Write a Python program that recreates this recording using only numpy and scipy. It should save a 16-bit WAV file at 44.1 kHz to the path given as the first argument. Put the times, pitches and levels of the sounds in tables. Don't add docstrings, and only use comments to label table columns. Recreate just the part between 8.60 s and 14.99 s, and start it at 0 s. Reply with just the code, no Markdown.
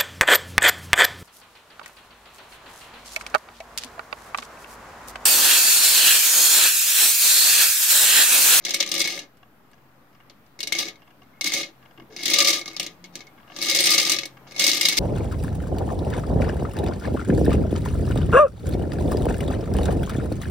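import sys
import numpy as np
from scipy import signal
from scipy.fft import rfft, irfft
from scipy.io import wavfile
from scipy.ndimage import uniform_filter1d

SR = 44100
rng = np.random.default_rng(int(sys.argv[2]) if len(sys.argv) > 2 else 0)


def bounce(signal):
    frames = np.transpose(np.atleast_2d(signal))
    limited = np.clip(frames, -1, 1)
    pcm = np.round(limited * 32767).astype(np.int16)
    wavfile.write(sys.argv[1], SR, pcm)


def gain_from_decibels(decibels):
    exponent = np.asarray(decibels, float) / 20
    return 10 ** exponent


N = 281799

# (frequency [Hz], density [dB per Hz])
HUM = [(40, -19), (52, -2.5), (65, -2), (90, -10), (140, -6), (280, -4.5), (400, -12), (700, -10.5),
       (1250, -12), (2500, -21.5), (7000, -34.5), (10000, -35.5), (13000, -27.5), (16000, -31)]
# (frequency [Hz], correlation [0-1])
HUM_SAME = [(40, .7), (130, .9), (300, .9), (600, .6), (1600, .15), (5000, 0)]
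# (frequency [Hz], left minus right [dB])
HUM_LEAN = [(60, 4.5), (600, 2), (5000, 2), (15000, -1.5)]
HUM_DB, HUM_RISE_DB_PER_S = -55.5, 1
# (time [s], frequency [Hz], level [dB])
DRONE = [(0, 129.8, -73), (4.25, 131.1, -65.5), (4.319, 177, -59), (4.52, 177, -56), (4.6, 135, -66.5),
         (5.55, 130, -61), (5.7, 130.4, -60.5), (6.39, 128.4, -58.5)]
# (start [s], end [s], frequency [Hz], width [Hz], level [dB])
RUBS = [
    (0.003, 0.022, 2210, 90.1, -57),
    (2.72, 2.803, 2150, 60.2, -64),
    (3.368, 3.465, 325, 67.4, -49.5),
    (3.484, 3.568, 430, 39.7, -50.5),
    (5.182, 5.297, 8620, 59, -34),
]

# (time [s], blow [dB], share on the door [dB], share on the
# rim [dB])
LANDINGS = [(0.0404, -29.5, -7, -36), (0.0504, -10, -27.5, -20.5), (0.0654, -17, -10, -28.5),
            (0.0836, -20, -16.5, -37.5), (0.0918, -12.5, -21, -18.5), (0.107, -13, -24, -20.5),
            (0.1425, -8, -12, -13.5), (0.162, -17.5, -18.5, -20.9), (0.1679, -21, -14, -15.5),
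            (0.2028, -5.5, -20, -23), (0.2257, -10, -8, -22.5), (0.262, -15, -19.5, -21.5),
            (0.2752, -15, -17.5, -25), (0.29, -17.5, -14.5, -15), (0.3154, -10.5, -20, -18),
            (0.33, -29.5, -5.5, -21), (0.3397, -13, -8, -15), (0.351, -13.5, -20.5, -18.5),
            (0.362, -12.5, -19.5, -26.5), (0.3785, -11.5, -13.5, -17), (0.394, -10.5, -33, -15),
            (0.4029, -8, -14.5, -20), (0.4148, -9, -13, -13), (0.4417, -12, -14.5, -22),
            (0.4495, -15, -6, -24), (0.4557, -13, -16.5, -24.7), (0.4744, -13.5, -4.5, -15.5),
            (0.5034, -17, -13, -20), (0.5191, -30, -9, -22.2), (0.5233, -17.5, -9, -19.6),
            (0.534, -25, -25, -23.9), (0.546, -23, -17, -25), (0.5539, -24, -8, -16),
            (0.5628, -28, -15, -16), (0.5769, -28, 1, -12), (0.5908, -17.5, -8, -21.5),
            (0.6185, -29, -23, -29.5), (0.634, -39.5, -6, -27),
            (1.698, -34.5, -18.5, -27), (1.9909, -29.5, -7.5, -20.6), (2.0044, -15.5, -13, -18.5),
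               (2.0299, -12, -11, -22), (2.042, -29, -17, -23.5), (2.054, -50, -14.4, -19.5),
               (2.0622, -50, -13, -16), (2.0722, -15, -12.5, -18.5), (2.0894, -33, -9, -20.6),
               (2.123, -9, -7, -18), (2.141, -22, -19, -25.0), (2.1504, -15, -4, -23),
               (2.164, -24, -21, -21.1), (2.186, -8, -25, -19.5), (2.2008, -20, -17, -17),
               (2.212, -24, -9, -22.7), (2.2232, -22, -16.8, -26.1), (2.2547, -22, -12, -23),
               (2.2675, -24.3, -7, -27), (2.2839, -19.5, -6, -22.7), (2.8101, -10.5, -13.5, -20),
               (2.8345, -34, -4, -10), (2.8425, -11, -15, -15), (2.8633, -10.5, -10, -20),
               (2.8737, -15.5, -7, -11), (2.9202, -14.5, -4.5, -17), (2.9362, -8.5, -16, -17.5),
               (2.9642, -18.5, 0, -34), (2.9857, -29, -5, -25), (2.997, -21, -13.1, -24),
               (3.0099, -18, -18.7, -30), (3.0315, -19.5, -4, -33), (3.0603, -34, -13, -32),
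               (3.068, -44, -16.1, -22),
            (3.5639, -22, -12, -24), (3.5916, -29, -3, -29), (3.5987, -30, -3, -25.3),
             (3.6074, -38, -1, -28), (3.6232, -38, -5, -31), (3.633, -17.5, -12, -16),
             (3.6553, -8, -24, -15.5), (3.6643, -16, -31, -21), (3.6797, -11.5, -9.5, -18),
             (3.7001, -9.5, -15, -13.5), (3.7136, -15, -5, -25), (3.7352, -3, -28, -19.5),
             (3.74, -10, -14, -23), (3.7597, -11, -10, -28), (3.767, -12.5, -27, -23),
             (3.7849, -5.5, -35, -16.5), (3.79, -9.5, -16, -19), (3.803, -5, -19, -19),
             (3.811, -8.5, -8.5, -22.5), (3.8232, -9.5, -24, -16), (3.846, -4, -24, -19.5),
             (3.8625, -13, -30, -22.5), (3.8723, -6.5, -31, -18), (3.8816, -8, -15, -16),
             (3.8918, -12, -12.6, -12), (3.902, -8, -31, -16.5), (3.9313, -10, -28, -20),
             (3.9412, -14.5, -26, -25), (3.9503, -22.5, -17, -17.5), (3.9554, -16.5, -30, -15),
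             (3.9708, -16, -27, -28), (3.9818, -16, -15, -19), (3.9922, -22, -11, -15),
             (4.0052, -34, -17, -23.6), (4.0128, -22, -9, -26.6), (4.0315, -37, -10, -22.7),
            (4.058, -18.5, -10.5, -21.5), (4.0784, -18.5, -14, -24), (4.1135, -38, 1, -23.9),
            (4.1318, -33, -1, -16), (4.1445, -36, 2, -23), (4.1648, -15.5, -26.0, -28),
            (4.1972, -11, -26, -18.5), (4.229, -16, -29, -17), (4.2422, -23, -30, -22),
            (4.2639, -16, -16, -21), (4.441, -29.5, -3, -21.9), (4.4486, -33, -20, -29),
            (4.456, -37, -14, -25), (4.5543, -17.5, -14, -18.5), (4.5737, -44, -15, -22.5),
            (4.5913, -36, -22, -31.9), (4.6059, -31, -6, -31), (4.6134, -32.5, -6.5, -30),
            (4.956, -43, -8, -27.4), (4.9636, -20.5, -22, -25), (4.9717, -35, -17, -7),
             (4.9874, -18.5, -12, -22), (5.0007, -38, -14, -24.0), (5.015, -13.5, -10, -20),
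             (5.0246, -12, -24, -16), (5.0352, -16.5, -9, -15), (5.0452, -14, -28, -20.7),
             (5.0586, -18, -24, -13), (5.0859, -12, -32, -26), (5.0979, -9.5, -35, -15.5),
             (5.1122, -14, -29, -17), (5.1264, -20, -14, -22), (5.1356, -25, -9, -25),
             (5.1477, -8, -22, -15.5), (5.1608, -12.5, -18, -9), (5.17, -9, -26, -27),
             (5.1876, -7, -18, -23), (5.2046, -11, -11, -7.5), (5.2444, -12, -9, -21),
             (5.2565, -7, -12, -13.5), (5.2699, -5, -20.5, -20), (5.2839, -37, -17, -23),
             (5.292, -10.5, -11.5, -19.5), (5.3029, -7, -22, -10), (5.3142, -5.5, -25.5, -21),
             (5.3239, -8.5, -19, -15), (5.3363, -9, -15, -14.5), (5.346, -6.5, -21, -15),
             (5.3572, -15, -23, -16), (5.3789, -2.5, -21, -21.5), (5.3989, -5.5, -18.5, -18),
             (5.4079, -15.5, -24, -20.4), (5.414, -20, -23, -6), (5.425, -16, -20, -15.5),
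             (5.4311, -17.5, -13, -11), (5.451, -11.5, -25, -17.5), (5.467, -13.5, -14.5, -13),
             (5.4958, -5, -35, -16.5), (5.5181, -5, -33, -16.5), (5.5332, -11, -17.5, -18),
             (5.5437, -16.5, -3, -21), (5.5524, -28, -21, -22.6), (5.5636, -13, -24, -25),
             (5.5864, -9.5, -8.5, -22), (5.61, -24, -15, -21.5), (5.6173, -24, -18, -23.9),
             (5.6337, -17.5, -6.5, -25.4), (5.6546, -16.5, -10, -15),
            (5.9103, -27.5, -17, -24), (5.92, -29, -3, -20), (5.9446, -32, -1, -26.0),
             (5.9529, -31.5, -12, -19), (5.963, -21, -4, -21), (5.982, -16, -20, -28),
             (5.9945, -5.5, -24, -16), (6.0143, -10.5, -23, -21.4), (6.02, -11.5, -9.5, -17),
             (6.04, -6, -26, -16.5), (6.065, -6.5, -16, -15), (6.0778, -5.5, -25, -16.5),
             (6.0921, -12.5, -20, -11), (6.099, -10, -24, -18), (6.115, -10, -21, -22),
             (6.1246, -15, -13, -24), (6.1325, -13, -18, -18), (6.142, -18, -20, -16),
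             (6.1468, -13, -23, -12.5), (6.1706, -15, -12, -13), (6.1778, -21, -11.1, -19.7),
             (6.1968, -20.5, -5, -13), (6.2108, -7, -7.5, -14), (6.2295, -10, -28, -19),
             (6.252, -3, -13, -19), (6.285, -5.5, -16, -14), (6.2944, -11.5, -15, -18.7),
             (6.3252, -11, -10, -17.5), (6.3479, -19.5, -11.9, -17.3), (6.3543, -28, -14, -19.2),
             (6.37, -16, -12, -11), (6.3756, -9, -10, -16.3)]
# (time [s], patter level [dB])
SLIDES = [
    [(0.0, -68), (0.045, -44), (0.06, -31.5), (0.19, -38), (0.31, -40), (0.33, -34), (0.5, -28),
     (0.64, -47.5), (0.68, -82)],
    [(1.99, -68), (2.06, -51), (2.12, -43), (2.2, -24.5), (2.3, -43), (2.35, -72)],
    [(2.81, -64), (2.86, -22.5), (2.9, -29), (2.95, -21.5), (3.02, -29), (3.11, -61.5)],
    [(3.5, -60), (3.56, -43.5), (3.62, -34), (3.73, -21), (3.8, -30), (3.88, -18), (3.95, -22.5),
     (4.01, -42), (4.045, -55)],
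    [(4.046, -56), (4.09, -39), (4.15, -57), (4.21, -38), (4.28, -46.5), (4.35, -65)],
    [(4.52, -59), (4.57, -49), (4.65, -63)],
    [(4.87, -66.5), (5.06, -24.5), (5.2, -20.5), (5.35, -19.5), (5.372, -27), (5.39, -20.5), (5.54, -26),
     (5.67, -56), (5.72, -69)],
    [(5.87, -49.5), (5.93, -56), (6.01, -19.5), (6.15, -22), (6.2, -32.5), (6.26, -19.5), (6.36, -30),
     (6.385, -11)],
]
# (time [s], blow [dB], share on the rim [dB])
STRAYS = [
    (.1375, -12.5, -20),
    (.1982, -21, -24),
    (.7705, -57, -5),
    (1.1135, -54, -7),
    (1.861, -60, -6.5),
    (2.3565, -41, -26),
    (2.6305, -49, -26),
    (4.6683, -37, -24),
]
# (time [s], knock [dB], tick [dB])
KNOCKS = [(0.7696, -63, -1), (0.829, -47, -18), (1.1194, -61.5, -16), (1.1333, -51, -8), (1.1794, -57, -14),
          (1.5288, -58, -8), (1.5483, -51, -12), (1.6013, -47, -27), (1.863, -61.5, 1.5),
          (2.3944, -59.5, -7.5), (2.4196, -46, -18), (2.474, -48.5, -18), (2.505, -50, -18),
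          (2.618, -47, -17), (3.2271, -49.5, -16.5), (3.2544, -46.5, -18.5), (3.3094, -49, -16),
          (3.376, -41.5, -22), (3.3984, -38, -19), (3.419, -52, -14), (3.5058, -52, -19), (3.5236, -54, 5),
          (4.7785, -46.5, -25), (4.7995, -49, -20), (4.8304, -50, -24), (4.8778, -47, -30),
          (4.8974, -39, -28), (4.9194, -38.5, -26), (5.77, -42.5, -18), (5.868, -44.5, -21)]

# (frequency [Hz], width [Hz], level [dB])
HOUSING = [(177, 35, -8.5), (284, 25, -4), (336, 45, -2), (430, 17, -7), (731, 140, -13), (1696, 72, -9.5)]
# (frequency [Hz], width [Hz], level [dB])
PANELS = [(555.2, 46.3, -5.5), (1197.6, 63.4, -4.5)]
# (time [s], side panel level [dB], top panel level [dB])
GRIP = [(0, -3, -14), (.2, 4, -0.5), (.6, -0.5, -9), (2.0, -2.5, -13.5), (2.2, -1, -3.5), (2.85, -2, -5),
        (3.05, 7.5, -3), (3.599, -7, -19), (3.81, 9, 7), (3.95, 1.5, 1.5), (4.5, -5, -7.5), (5.1, 2, -2),
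        (5.16, 8, -13), (5.24, 2, -12), (5.29, 4.5, 5), (5.54, 3, -0.5), (6.0, 1.5, -7), (6.39, -3.5, -2)]
# (frequency [Hz], width [Hz], level [dB])
CAVITY = [(2151, 55, -3), (2198, 69, -3), (2516, 67, -16)]
# (frequency [Hz], width [Hz], level [dB])
WALL = [(2660, 46, -27), (2830, 34, 0.5), (3866, 66, 1.5), (4050, 93, -23), (4875, 120, 2.5), (5320, 85, 3),
        (6030, 120, -3), (6820, 110, -6)]
# (frequency [Hz], width [Hz], level [dB])
RIM = [(8300, 50, -5.5), (8620, 58, -5.5), (8880, 80, -6), (9950, 110, -5.5)]
# (frequency [Hz], width [Hz], level [dB])
AXLE = [(430, 17, -13), (727, 64, 0.5), (1140, 43, 4.5), (1645, 48, 1), (2160, 80, -2.5), (2810, 120, -2.5),
        (3250, 310, -10.5)]
# (frequency [Hz], density [dB per Hz])
CLATTER = [(800, -45.5), (1450, -33.5), (1900, -7), (2600, -8), (3800, 0.5), (5000, -5), (6300, -2.5),
           (7200, -11.5), (8800, -16.5), (9300, -23), (10200, -17.5), (13000, -19), (16000, -24)]
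# (frequency [Hz], time to fall by 60 dB [s])
CLATTER_T60 = [(1500, 0.14), (2500, 0.15), (5000, 0.051), (9000, 0.051), (15000, 0.046)]
# (frequency [Hz], correlation [0-1])
SAME = [(100, .98), (400, .97), (1200, .7), (2500, .6), (5000, .1), (12000, 0)]
# (frequency [Hz], left minus right [dB])
LEAN = [(200, 0.5), (1000, 2.5), (2500, 2), (5000, 3), (7000, 2.5), (8600, -12), (10500, -2), (14000, -2)]

BOUNCES, SPOTS, SLIPS = 5, 6, 8
PATTER_PER_S = 600
THUD_DB, THUD_PER_BLOW, THUD_LIMIT_DB = -28.5, 0.37, -11.5
SLIDE_BRIGHT_DB, SLIDE_BRIGHT_PER_DB = -13, 0.25
SLIDE_THUD_DB, SLIDE_THUD_PER_DB = -10.5, -0.53
SPOT_COLOUR_DB = 2.5
BRIGHT_DB = 12.5


def evened(x):
    return x / np.sqrt(np.mean(x ** 2) + 1e-20)


def smoothed(x, size):
    return uniform_filter1d(uniform_filter1d(x, size=size), size=size)


def read(points, hz):
    f, value = np.transpose(points)
    return np.interp(np.log(hz + 1), np.log(f + 1), value)


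def pair(a, b, same, lean_db):
    same = np.clip(same, -1, 1)
    right = same * a + np.sqrt(1 - same ** 2) * b
    return np.array([a * gain_from_decibels(lean_db / 2), right * gain_from_decibels(-lean_db / 2)])


def clicks(s, size):
    return np.bincount(np.clip(np.round(s * SR).astype(int), 0, N - 1), size, N)


def resonance(hz, width):
    r = np.exp(-np.pi * width / SR)
    return r, [1, -2 * r * np.cos(2 * np.pi * hz / SR), r * r]


def ring(s, size, modes, sharper, mode_db, through_frame=False):
    out = np.zeros((2, N))
    for hz, width, db in modes:
        a, b = rng.standard_normal((2, len(s)))
        a = np.sign(a) * np.sqrt(abs(a)) * 1.18
        r, poles = resonance(hz, width / sharper)
        blows = pair(a, b, read(SAME, hz), read(LEAN, hz)) * size * gain_from_decibels(db + mode_db) * width / 100
        trains = [clicks(s, v) for v in blows]
        rung = signal.lfilter([0, np.sin(2 * np.pi * hz / SR)], poles, trains)
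        if through_frame:
            rung = signal.lfilter((1 - r * r) / 2 * np.array([1, 0, -1]), poles, rung)
        out += rung
    return out


def room(patchy_db=1.1):
    frames, hz = N // 256 + 5, np.fft.rfftfreq(1024, 1 / SR)
    a, b, c, d, patches = rng.standard_normal((frames, 513, 5)).T
    patches = uniform_filter1d(patches, size=14, axis=0)
    patches = evened(uniform_filter1d(patches, size=16, axis=1))
    z = pair(a + 1j * b, c + 1j * d, read(HUM_SAME, hz)[:, None], read(HUM_LEAN, hz)[:, None])
    z = z * gain_from_decibels(read(HUM, hz)[:, None] + patchy_db * patches)
    noise = evened(signal.istft(z, nperseg=1024, noverlap=768)[1][:, :N])
    level_db = HUM_DB + HUM_RISE_DB_PER_S * (np.arange(N) - N / 2) / SR
    return gain_from_decibels(level_db) * noise


def drone(unsteady=0.22):
    s, *columns = np.transpose(DRONE)
    hz, db = (np.interp(np.arange(N) / SR, s, c) for c in columns)
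    waver = 1 + unsteady * evened(smoothed(rng.standard_normal(N), 2500))
    tone = np.sin(2 * np.pi * np.cumsum(hz) / SR)
    return np.sqrt(2) * gain_from_decibels(db + np.array([[.7], [-.7]])) * waver * tone


def rubs():
    out = np.zeros((2, N))
    for start, end, hz, width, db in RUBS:
        length = round((end - start) * SR)
        friction = rng.standard_normal(SR)[:length]
        tone = signal.lfilter([1], resonance(hz, width)[1], friction)
        tone = evened(tone) * gain_from_decibels(db) * signal.windows.tukey(length, .5)
        out[:, round(start * SR):][:, :length] += pair(tone, tone, 1, read(LEAN, hz))
    return out


def landings(handful_ms=6.5):
    rows = LANDINGS
    s, blow_db, cavity_db, bright_db = np.transpose(rows)
    housing_db = np.minimum(THUD_DB + (THUD_PER_BLOW - 1) * blow_db, THUD_LIMIT_DB)
    lag = rng.random((len(s), BOUNCES)) * (np.arange(BOUNCES) > 0)
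    many = np.clip(1 + blow_db / 22, .05, 1)[:, None]
    share = np.where(lag > 0, 0.75 * many, 1) * (0.55 + 0.64 * rng.random(lag.shape))
    parts_db = np.array([housing_db + 6.5, cavity_db + 9.5, 0 * s, bright_db + BRIGHT_DB])
    sizes = gain_from_decibels(blow_db + parts_db - 8.5)[:, :, None] * share
    times = s[:, None] + lag * many * handful_ms / 1000
    return times.ravel(), sizes.reshape(4, -1)


def patter():
    t = np.sort(rng.random(round(PATTER_PER_S * N / SR))) * N / SR
    heap = np.full(len(t), -200.)
    for rows in SLIDES:
        u, db = np.transpose(rows)
        inside = (t >= u[0]) & (t <= u[-1])
        heap[inside] = np.interp(t[inside], u, db)
    heap_db = heap + 2.7 * np.minimum(rng.exponential(1, len(t)), 4) - 10.5
    thud_db = SLIDE_THUD_DB + SLIDE_THUD_PER_DB * (np.maximum(heap, -70) + 25)
    bright_db = 5 + SLIDE_BRIGHT_DB + SLIDE_BRIGHT_PER_DB * (heap + 25)
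    return t, gain_from_decibels(heap_db + np.array([thud_db, 0 * t - 3, 0 * t, bright_db]))


def clatter(s, sizes, clatter_db=-4.0, rise_ms=0.76, crack=0.94, crack_ms=1.4):
    t, out = np.arange(4096) / SR, np.zeros((2, N))
    spot = rng.integers(0, SPOTS, len(s))
    hz, frame = np.fft.rfftfreq(128, 1 / SR), np.arange(4096 // 32 + 1) * 32 / SR
    fine = np.fft.rfftfreq(4096, 1 / SR)
    decay = gain_from_decibels(-60 * frame / read(CLATTER_T60, hz)[:, None])
    edges = [fine < 7300, fine >= 7300]
    for k in range(SPOTS):
        a, b = rfft(rng.standard_normal((2, 4096)))
        colour = gain_from_decibels(read(CLATTER, fine)) / np.sqrt(read(CLATTER_T60, fine) / .05)
        colour = colour * gain_from_decibels(SPOT_COLOUR_DB * evened(smoothed(rng.standard_normal(len(fine)), 50)))
        z = pair(a, b, read(SAME, fine), read(LEAN, fine)) * colour
        for edge, size in zip(edges, sizes[2:]):
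            band = signal.stft(evened(irfft(z * edge)), nperseg=128, noverlap=96)[2]
            burst = signal.istft(band * decay, nperseg=128, noverlap=96)[1]
            burst = burst * (1 - np.exp(-t * 1000 / rise_ms))
            burst = burst * (1 + crack * np.exp(-t * 1000 / crack_ms))
            blows = clicks(s, size * (spot == k))[None]
            out += signal.oaconvolve(blows, burst, axes=1)[:, :N]
    return gain_from_decibels(clatter_db) * out


def strays():
    s, blow_db, bright_db = np.transpose(STRAYS)
    sizes = gain_from_decibels(blow_db - 9.0 + np.array([0 * s, 0 * s, 0 * s, bright_db + BRIGHT_DB]))
    return clatter(s, sizes) + ring(s, sizes[1], CAVITY, sharper=3.1, mode_db=1)


def axle():
    s, knock_db, tick_db = np.repeat(KNOCKS, SLIPS, axis=0).T
    s = s + .011 * rng.random(len(s)) ** 2
    tick = ring(s, gain_from_decibels(knock_db + tick_db), WALL[3:], sharper=0.45, mode_db=-7.0)
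    return ring(s, gain_from_decibels(knock_db), AXLE, sharper=1.0, mode_db=-10.5) + tick


def drum(low_hz=130):
    landing_s, landing_sizes = landings()
    patter_s, patter_sizes = patter()
    s = np.r_[landing_s, patter_s]
    sizes = np.c_[landing_sizes, patter_sizes]
    out = ring(s, sizes[0], HOUSING, sharper=0.66, mode_db=9.5, through_frame=True)
    u, *free_db = np.transpose(GRIP)
    for panel, db in zip(PANELS, free_db):
        size = sizes[0] * gain_from_decibels(np.interp(s, u, db))
        out += ring(s, size, [panel], sharper=0.75, mode_db=10.0, through_frame=True)
    out += ring(s, sizes[1], CAVITY, sharper=2.1, mode_db=0.0)
    out += ring(s, sizes[2], WALL, sharper=0.93, mode_db=-6.5)
    out += ring(s, sizes[3], RIM, sharper=1.5, mode_db=-11.5)
    out += clatter(s, sizes) + axle()
    return signal.sosfilt(signal.butter(2, low_hz, "high", fs=SR, output="sos"), out)


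def reflections(x, t60=0.18, wet_db=-16, dull_hz=9000):
    t = np.arange(SR // 3) / SR
    taps = rng.choice([-1., 1.], (2, len(t))) * (rng.random((2, len(t))) < .05) * (t > .004)
    taps = signal.lfilter([1], [1, -np.exp(-2 * np.pi * dull_hz / SR)], taps * gain_from_decibels(-60 * t / t60))
    return gain_from_decibels(wet_db) * signal.fftconvolve(x, taps / np.linalg.norm(taps[0]), axes=1)[:, :N]


def scene():
    toy = drum() + rubs()
    return toy + reflections(toy) + drone() + room() + strays()


def low_pass(x):
    return signal.sosfilt(signal.butter(12, 16510, fs=SR, output="sos"), x)


def record(dry):
    edge = signal.firwin(301, 15750, window=("kaiser", 7), fs=SR)
    driven = 1.351 * np.tanh(dry / 1.58)
    mix = signal.oaconvolve(driven, edge[None], "same", axes=1) * 1.29 - .001
    return low_pass(mix)


dry = scene()
out = record(dry)
bounce(out)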